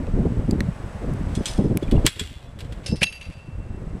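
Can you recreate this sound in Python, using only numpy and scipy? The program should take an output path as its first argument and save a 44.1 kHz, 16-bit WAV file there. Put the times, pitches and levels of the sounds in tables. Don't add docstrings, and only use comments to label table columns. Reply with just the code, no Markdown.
import sys
import numpy as np
from scipy import signal
from scipy.fft import rfft, irfft
from scipy.io import wavfile
from scipy.ndimage import uniform_filter1d

SR = 44100
rng = np.random.default_rng(int(sys.argv[2]) if len(sys.argv) > 2 else 0)


def dump(signal):
    limited = np.clip(np.atleast_2d(signal).T, -1, 1)
    pcm = np.round(limited * 32767).astype(np.int16)
    wavfile.write(sys.argv[1], SR, pcm)


def elevation(decibels):
    levels = np.asarray(decibels, float)
    return 10 ** (levels / 20)


N = 176400

# f/Hz, spectral level/dB per Hz
SECOND_SPECTRUM = [(530, -26), (1500, -9.5), (3310, -5.5), (6460, -18.5), (7850, -15.5), (13800, -30.5),
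                   (16500, -53.5)]
FOURTH_SPECTRUM = [(470, -16), (1320, -15.5), (2500, 0), (4130, -10.5), (7500, -19), (9900, -19.5),
                   (16000, -49)]


def in_time(rows):
    return np.interp(np.arange(N) / SR, *np.transpose(rows))


def rms_one(x):
    return x / np.sqrt(np.mean(x ** 2) + 1e-20)


def colour(x, points, peaky_db=0):
    hz, db = np.transpose(points)
    grid = np.maximum(np.arange(2049) * SR / 4096, 10)
    studs = uniform_filter1d((rng.random(2049) < .03) * elevation(peaky_db) * 3, size=3)
    gain = elevation(np.interp(np.log(grid), np.log(hz), db)) * (3 + studs * (peaky_db > 0))
    cepstrum = irfft(np.log(gain))
    cepstrum[1:2048] *= 2
    cepstrum[2049:] = 0
    pulse = irfft(np.exp(rfft(cepstrum)))
    unit_pulse = pulse / np.sqrt(np.sum(pulse ** 2))
    return signal.fftconvolve(x, unit_pulse)[:N]


def drift(rate_hz):
    r = np.exp(-2 * np.pi * rate_hz * 20 / SR)
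    slow = signal.lfilter([1], [1, -2 * r, r * r], rng.standard_normal(N // 20 + 2002))[2000:]
    return np.interp(np.arange(N) / 20, np.arange(len(slow)), rms_one(slow))


def ring(clicks, hz, t60):
    r = elevation(-60 / (max(t60, .002) * SR))
    w = 2 * np.pi * hz / SR
    return signal.lfilter([0, np.sin(w)], [1, -2 * r * np.cos(w), r * r], clicks + 1e-18)


def dying(s, db, t60, rise_s=1e-4):
    out = np.zeros(N)
    i = int(s * SR)
    t60 = max(t60, .002)
    t = np.arange(min(N - i, int(2 * t60 * SR))) / SR
    out[i:i + len(t)] = np.minimum(t / rise_s, 1) * elevation(db - 60 * t / t60)
    return out


def grit():
    contacts_per_s, spread_db = 2900, 5.5
    size = elevation(spread_db * np.minimum(rng.exponential(1, N), 5)) * rng.choice([-1, 1], N)
    contacts = rms_one(size * (rng.random(N) < contacts_per_s / SR))
    return rms_one(contacts + rng.standard_normal(N))


def yard():
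    # t/s, level/dB
    gain_curve = [(0, -47.5), (.62, -47), (1.2, -45), (1.56, -44.5), (1.66, -49.5), (2.04, -45.5),
                  (2.1, -61.5), (2.8, -51.5), (3.1, -57.5), (4, -52)]
    # f/Hz, spectral level/dB per Hz
    wash_spectrum = [(180, -33.5), (528, -5), (1810, -15.5), (4300, -30), (9800, -34.5), (12000, -45.5),
                     (16000, -52)]
    # f/Hz, level/dB
    whine_lines = [(7762, -15), (7792, -10), (7822, -13), (7852, -1.5), (7882, 0), (7912, -11), (7942, -8)]
    wash_db, whine_db = 2.5, -73
    gain_db = in_time(gain_curve)
    wash = colour(rng.standard_normal(N), wash_spectrum) * elevation(0.16 * drift(24))
    t = np.arange(N) / SR
    whine = sum(elevation(db) * np.sin(2 * np.pi * (hz * t + rng.random())) for hz, db in whine_lines)
    return elevation(gain_db + wash_db) * wash + elevation(whine_db + .8 * (gain_db + 52)) * whine


def wind():
    # f/Hz, spectral level/dB per Hz
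    wind_spectrum = [(12, -30), (20, 2.5), (87, 2), (369, -16), (512, -20), (700, -40.5), (910, -54),
                     (1540, -120)]
    # t/s, level/dB
    gusts = [(0, -26), (.2, -21.5), (.6, -23.5), (.8, -27.5), (.92, -30.5), (1.05, -22.5), (1.45, -26),
             (1.7, -25), (1.85, -25.5), (2.04, -17.5), (2.1, -39.5), (2.35, -38), (2.7, -29.5),
             (2.9, -31.5), (2.97, -35.5), (3.45, -41.5), (3.6, -28.5), (4, -31)]
    # t/s, peak level/dB, length/s
    eddies = [(0.129, -17, 0.043), (0.162, -11.5, 0.076), (0.254, -8.5, 0.025), (0.363, -13.5, 0.046),
              (0.477, -11.5, 0.041), (0.525, -7.5, 0.018), (0.547, -13, 0.031), (0.603, -12.5, 0.024),
              (1.094, -16, 0.062), (1.296, -18.5, 0.035), (1.373, -13, 0.028), (1.408, -12, 0.013),
              (1.582, -6.5, 0.043), (1.638, -10, 0.048), (1.698, -10, 0.042), (1.75, -9.5, 0.028),
              (1.827, -12.5, 0.013), (1.92, -7.5, 0.045), (1.946, -11.5, 0.032), (1.977, -9, 0.016),
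              (2.044, -9.5, 0.03), (2.209, -19.5, 0.027), (2.918, -10, 0.036), (3.019, -12, 0.011),
              (3.288, -21.5, 0.023), (3.597, -20.5, 0.017), (3.929, -18, 0.038), (0.495, -10.5, 0.0071),
              (1.667, -12.5, 0.013), (2.648, -23, 0.028), (2.89, -17.5, 0.035), (3.478, -23, 0.021),
              (3.581, -22, 0.017), (3.703, -20.5, 0.024), (2.486, -33, 0.024), (2.725, -24, 0.014),
              (3.83, -24.5, 0.015), (3.868, -22.5, 0.028)]
    wind_db, lumps_db, own_db = -2, 4, 4
    hz, db = np.transpose(wind_spectrum)
    edges = 18 * 2 ** np.arange(0, 6, .5)
    lumps = drift(29)
    white = rng.standard_normal((2, N + SR))
    out = 0
    for k, (a, b) in enumerate(zip(edges, edges[1:])):
        band = signal.sosfilt(signal.butter(2, [a, b], "band", fs=SR, output="sos"), white[k % 2])[SR:]
        band_db = np.interp(np.log(a * b) / 2, np.log(hz), db)
        out = out + band * elevation(band_db + lumps_db * lumps + own_db * drift(7.5))
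    out = rms_one(out) * elevation(in_time(gusts) + wind_db)

    low_hz, rise = 64, 0.28
    for s, peak_db, length in eddies:
        top_hz = 240 * elevation(0.49 * (peak_db + 9.5))
        noise = rng.standard_normal(SR // 2)
        sos = np.vstack([
            signal.butter(2, np.clip(top_hz, 80, 2000), fs=SR, output="sos"),
            signal.butter(2, np.clip(2.1 * top_hz, 80, 4000), fs=SR, output="sos"),
            signal.butter(1, low_hz, "high", fs=SR, output="sos")])
        t = np.arange(SR // 4) / SR / length
        shape = np.where(t < rise, np.sin(np.pi / 2 * t / rise) ** 2, np.exp(-(t - rise) ** 2 * 2))
        puff = signal.sosfilt(sos, noise)[SR // 4:] * shape
        puff *= elevation(peak_db - 6.5) / np.sqrt(np.sum(puff ** 2) / np.sum(shape ** 2))
        i = int((s - .004) * SR)
        out[i:i + len(puff)] += puff[:N - i]
    return out


def ticks():
    # t/s, peak level/dB, low mode f/Hz, its t60/s, high mode f/Hz
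    body_ticks = [
        (0.069, -35, 2580, .012, 3880),
        (0.5104, -18.5, 4800, 0.013, 7340),
        (0.606, -9.5, 1890, 0.0097, 4100),
        (1.137, -35.5, 9000, 0.0083, 10900),
        (1.773, -13, 2330, 0.0065, 10500),
        (1.801, -48, 9000, 0.0074, 11000),
    ]
    out = np.zeros(N)
    noise = rng.standard_normal(N)
    for s, db, low_hz, t60, high_hz in body_ticks:
        snap_band = [1500, min(1.4 * high_hz, 13500)]
        snap = signal.sosfilt(signal.butter(2, snap_band, "band", fs=SR, output="sos"), noise)
        touch = np.zeros(N)
        touch[int(s * SR)] = elevation(db - 5.0)
        out += dying(s, db - 5.5, 0.008) * snap
        out += ring(touch, low_hz, t60) + elevation(-4.5) * ring(touch, high_hz, 0.0072)
    return out


def drags():
    # t/s, length/s, level/dB
    scrapes = [
        (1.26, 0.094, -48),
        (1.397, 0.09, -38.5),
        (1.802, 0.022, -46),
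        (2.048, 0.0095, -24.5),
        (2.683, 0.039, -53),
        (2.828, 0.017, -46),
        (3.008, 0.021, -17),
    ]
    t = np.arange(N) / SR
    push = sum(elevation(db) * np.interp(t, [s, s + 1.67 * d, s + d, s + d + 0.016], [0, 1, 1, 0])
               for s, d, db in scrapes)
    scrape = push * grit()
    return np.where(t < 2.5, colour(scrape, SECOND_SPECTRUM), colour(scrape, FOURTH_SPECTRUM))


def stones():
    # t/s, peak level/dB, f/Hz, t60/s
    knocks = [(1.829, -37, 3390, 0.085), (1.879, -35, 2400, 0.035), (1.915, -35, 3000, 0.035),
              (1.965, -34, 2800, .03), (2.209, -30, 420, 0.078), (3.018, -5.5, 2400, 0.013),
              (3.022, -16, 540, 0.03), (3.016, -21.5, 1650, 0.047), (1.457, -34.5, 1500, .05),
              (3.0305, -13, 2400, .012), (3.068, -24.5, 3960, .03), (1.979, -18.5, 800, 0.014),
              (1.642, -26, 600, .02)]
    t = np.arange(N) / SR
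    return sum(dying(s, db, t60, .0012) * np.sin(2 * np.pi * hz * (t - s)) for s, db, hz, t60 in knocks)


def sways():
    # t/s, level/dB, f/Hz, t60/s, beat rate/Hz
    split_modes = [
        (2.857, -36, 2692, .5, 10.5),
        (3.003, -36, 4692, .9, 10),
        (2.857, -42, 4700, .8, 10.5),
        (2.2, -48, 3435, 1.4, 9),
        (2.2, -55, 2540, 1.5, 6),
        (3.325, -50, 2693, 2.2, 8),
        (3.325, -54, 2705, 2.2, 4),
    ]
    t = np.arange(N) / SR
    out = 0
    for s, db, hz, t60, beats in split_modes:
        swell = np.sin(np.pi * beats * (t - s))
        beating = np.sign(swell) * np.abs(swell) ** .85
        out = out + dying(s, db, t60) * beating * np.sin(2 * np.pi * hz * t)
    return out


def blows(table, modes, spectrum, crack_s, rattle_s, snap_db=-14):
    rise_s = 0.0004
    crack = sum(dying(s, db - 3, crack_s, rise_s) for s, db, _, _ in table)
    rattle = sum(dying(s, db + rattle_db, rattle_s, rise_s) for s, db, _, rattle_db in table) * grit()
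    out = colour(crack * rng.standard_normal(N), spectrum)
    out += colour(rattle * elevation(1.8 * drift(40.3)), spectrum, peaky_db=10)

    s, db = max(table, key=lambda row: row[1])[:2]
    snap = dying(s, db + snap_db, 0.0047) * rng.standard_normal(N)
    out += colour(snap, [(2000, -18), (8300, 15.5), (16000, -9.5)])

    chatter_db, twin_share, flutter_db = -42, .014, 2.2
    spread_db = rng.normal(0, 2, (len(table), len(modes), 2))
    for k, (hz, db, t60) in enumerate(modes):
        pair = 0
        for twin in range(2):
            clicks = elevation(chatter_db) * rattle
            for (s, peak_db, ring_db, _), own_db in zip(table, spread_db[:, k, twin]):
                clicks[int(s * SR)] += elevation(peak_db + ring_db + own_db)
            split = twin * twin_share * rng.uniform(-0.88, 1) * min(1, 0.218 / t60)
            pair = pair + elevation(db - 1.2 * twin) * ring(clicks, hz * (1 + split), t60)
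        around_mode = signal.butter(1, [.9 * hz, 1.1 * hz], "band", fs=SR)
        out += signal.lfilter(*around_mode, pair) * elevation(flutter_db * drift(22))
    return out


def first_spot():
    # t/s, peak level/dB, ring level/dB, rattle level/dB (both relative to the peak)
    hits = [
        (1.3515, -32, -6, -25.5),
        (1.4564, -22, -8, -14.5),
        (1.4787, -37.5, -8, -21),
        (1.5293, -40, -19, -17),
        (1.6376, -47, -13, -15),
    ]
    # f/Hz, level/dB, t60/s
    modes = [(2530, -12, .15), (3343, -3, .12), (3505, -8, .15), (4221, -8, .12), (4780, -13, .2),
             (5190, -16, .55), (6000, -13, .25), (6541, -13, .18), (7687, -12, .15), (8156, -13, .2),
             (8500, -6, .06), (9345, -17, .25), (10640, -24, .4)]
    # f/Hz, spectral level/dB per Hz
    spectrum = [(1000, -27), (3400, -2.5), (5540, -11.5), (8490, -8.5), (11000, -18.5), (16000, -46)]
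    return blows(hits, modes, spectrum, crack_s=0.079, rattle_s=0.44)


def second_spot():
    # t/s, peak level/dB, ring level/dB, rattle level/dB (both relative to the peak)
    hits = [
        (1.8287, -44, -18, -10),
        (1.9118, -30.5, -16, -22),
        (2.0648, -9.5, -14, -33.5),
        (2.158, -43.5, -11, -9),
        (2.1950, -23.5, -6, -24),
        (2.5885, -37.5, -16, -17.5),
        (2.6047, -35.5, -30, -42),
        (2.7227, -39.5, -33, -22),
    ]
    # f/Hz, level/dB, t60/s
    modes = [(3429, -2, .09), (3332, -4, .17), (3440, -24, .5), (2540, -26, .45), (4080, -15, .15),
             (4500, -14, .08), (5405, -15, .1), (7090, -12, .1), (7628, -7, .08), (8250, -15, .13),
             (13450, -28, .17), (10090, -24, .2), (10640, -23, .35), (11800, -14, .05)]
    return blows(hits, modes, SECOND_SPECTRUM, crack_s=0.071, rattle_s=0.81, snap_db=11.0)


def third_spot():
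    # t/s, peak level/dB, ring level/dB, rattle level/dB (both relative to the peak)
    hits = [
        (2.8612, -27, -8, -7.5),
        (2.9578, -35.5, -31.5, -7),
    ]
    # f/Hz, level/dB, t60/s
    modes = [(2885, -8, .2), (3122, -10, .15), (3644, -11, .15), (3957, -14, .3), (4705, -10, .1),
             (5195, 0, .06), (5195, -9, .8), (5975, -10, .35), (6568, -13, .17), (7558, -14, .2),
             (8376, -20, .2), (9318, -13, .2), (10630, -20, .15)]
    # f/Hz, spectral level/dB per Hz
    spectrum = [(880, -58), (1500, -7.5), (5330, 1), (6890, -16), (9650, -5.5), (16000, -56)]
    return blows(hits, modes, spectrum, crack_s=0.048, rattle_s=0.21)


def fourth_spot():
    # t/s, peak level/dB, ring level/dB, rattle level/dB (both relative to the peak)
    hits = [
        (3.0175, -34, -12, -44),
        (3.0298, -10.5, -12, -34),
        (3.0694, -33, -10, -42),
        (3.1252, -34, -6.5, -19),
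        (3.2121, -35.5, -8, -19.5),
    ]
    # f/Hz, level/dB, t60/s
    modes = [(1744, -20, .15), (2697, 3.5, .22), (2616, -9, .12), (2848, -2, .09), (3214, -16, .15),
             (3967, -11, .1), (5300, -25, .3), (6234, -22, .25), (6545, -22, .3), (8705, -13, .07),
             (9803, -9, .04), (9830, -27, .5), (11310, -36, .55)]
    return blows(hits, modes, FOURTH_SPECTRUM, crack_s=0.037, rattle_s=0.82)


def scene():
    surroundings = yard() + wind() + ticks()
    tip = drags() + stones()
    steel = sways() + first_spot() + second_spot() + third_spot() + fourth_spot()
    return (surroundings + tip + steel)[None]


def top_cut(x):
    return signal.sosfilt(signal.butter(12, 16640, fs=SR, output="sos"), x)


def record(dry):
    limited = np.tanh(dry)
    heard = signal.sosfilt(signal.butter(4, 16200, fs=SR, output="sos"), limited)
    return top_cut(heard)


dry = scene()
out = record(dry)
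dump(out)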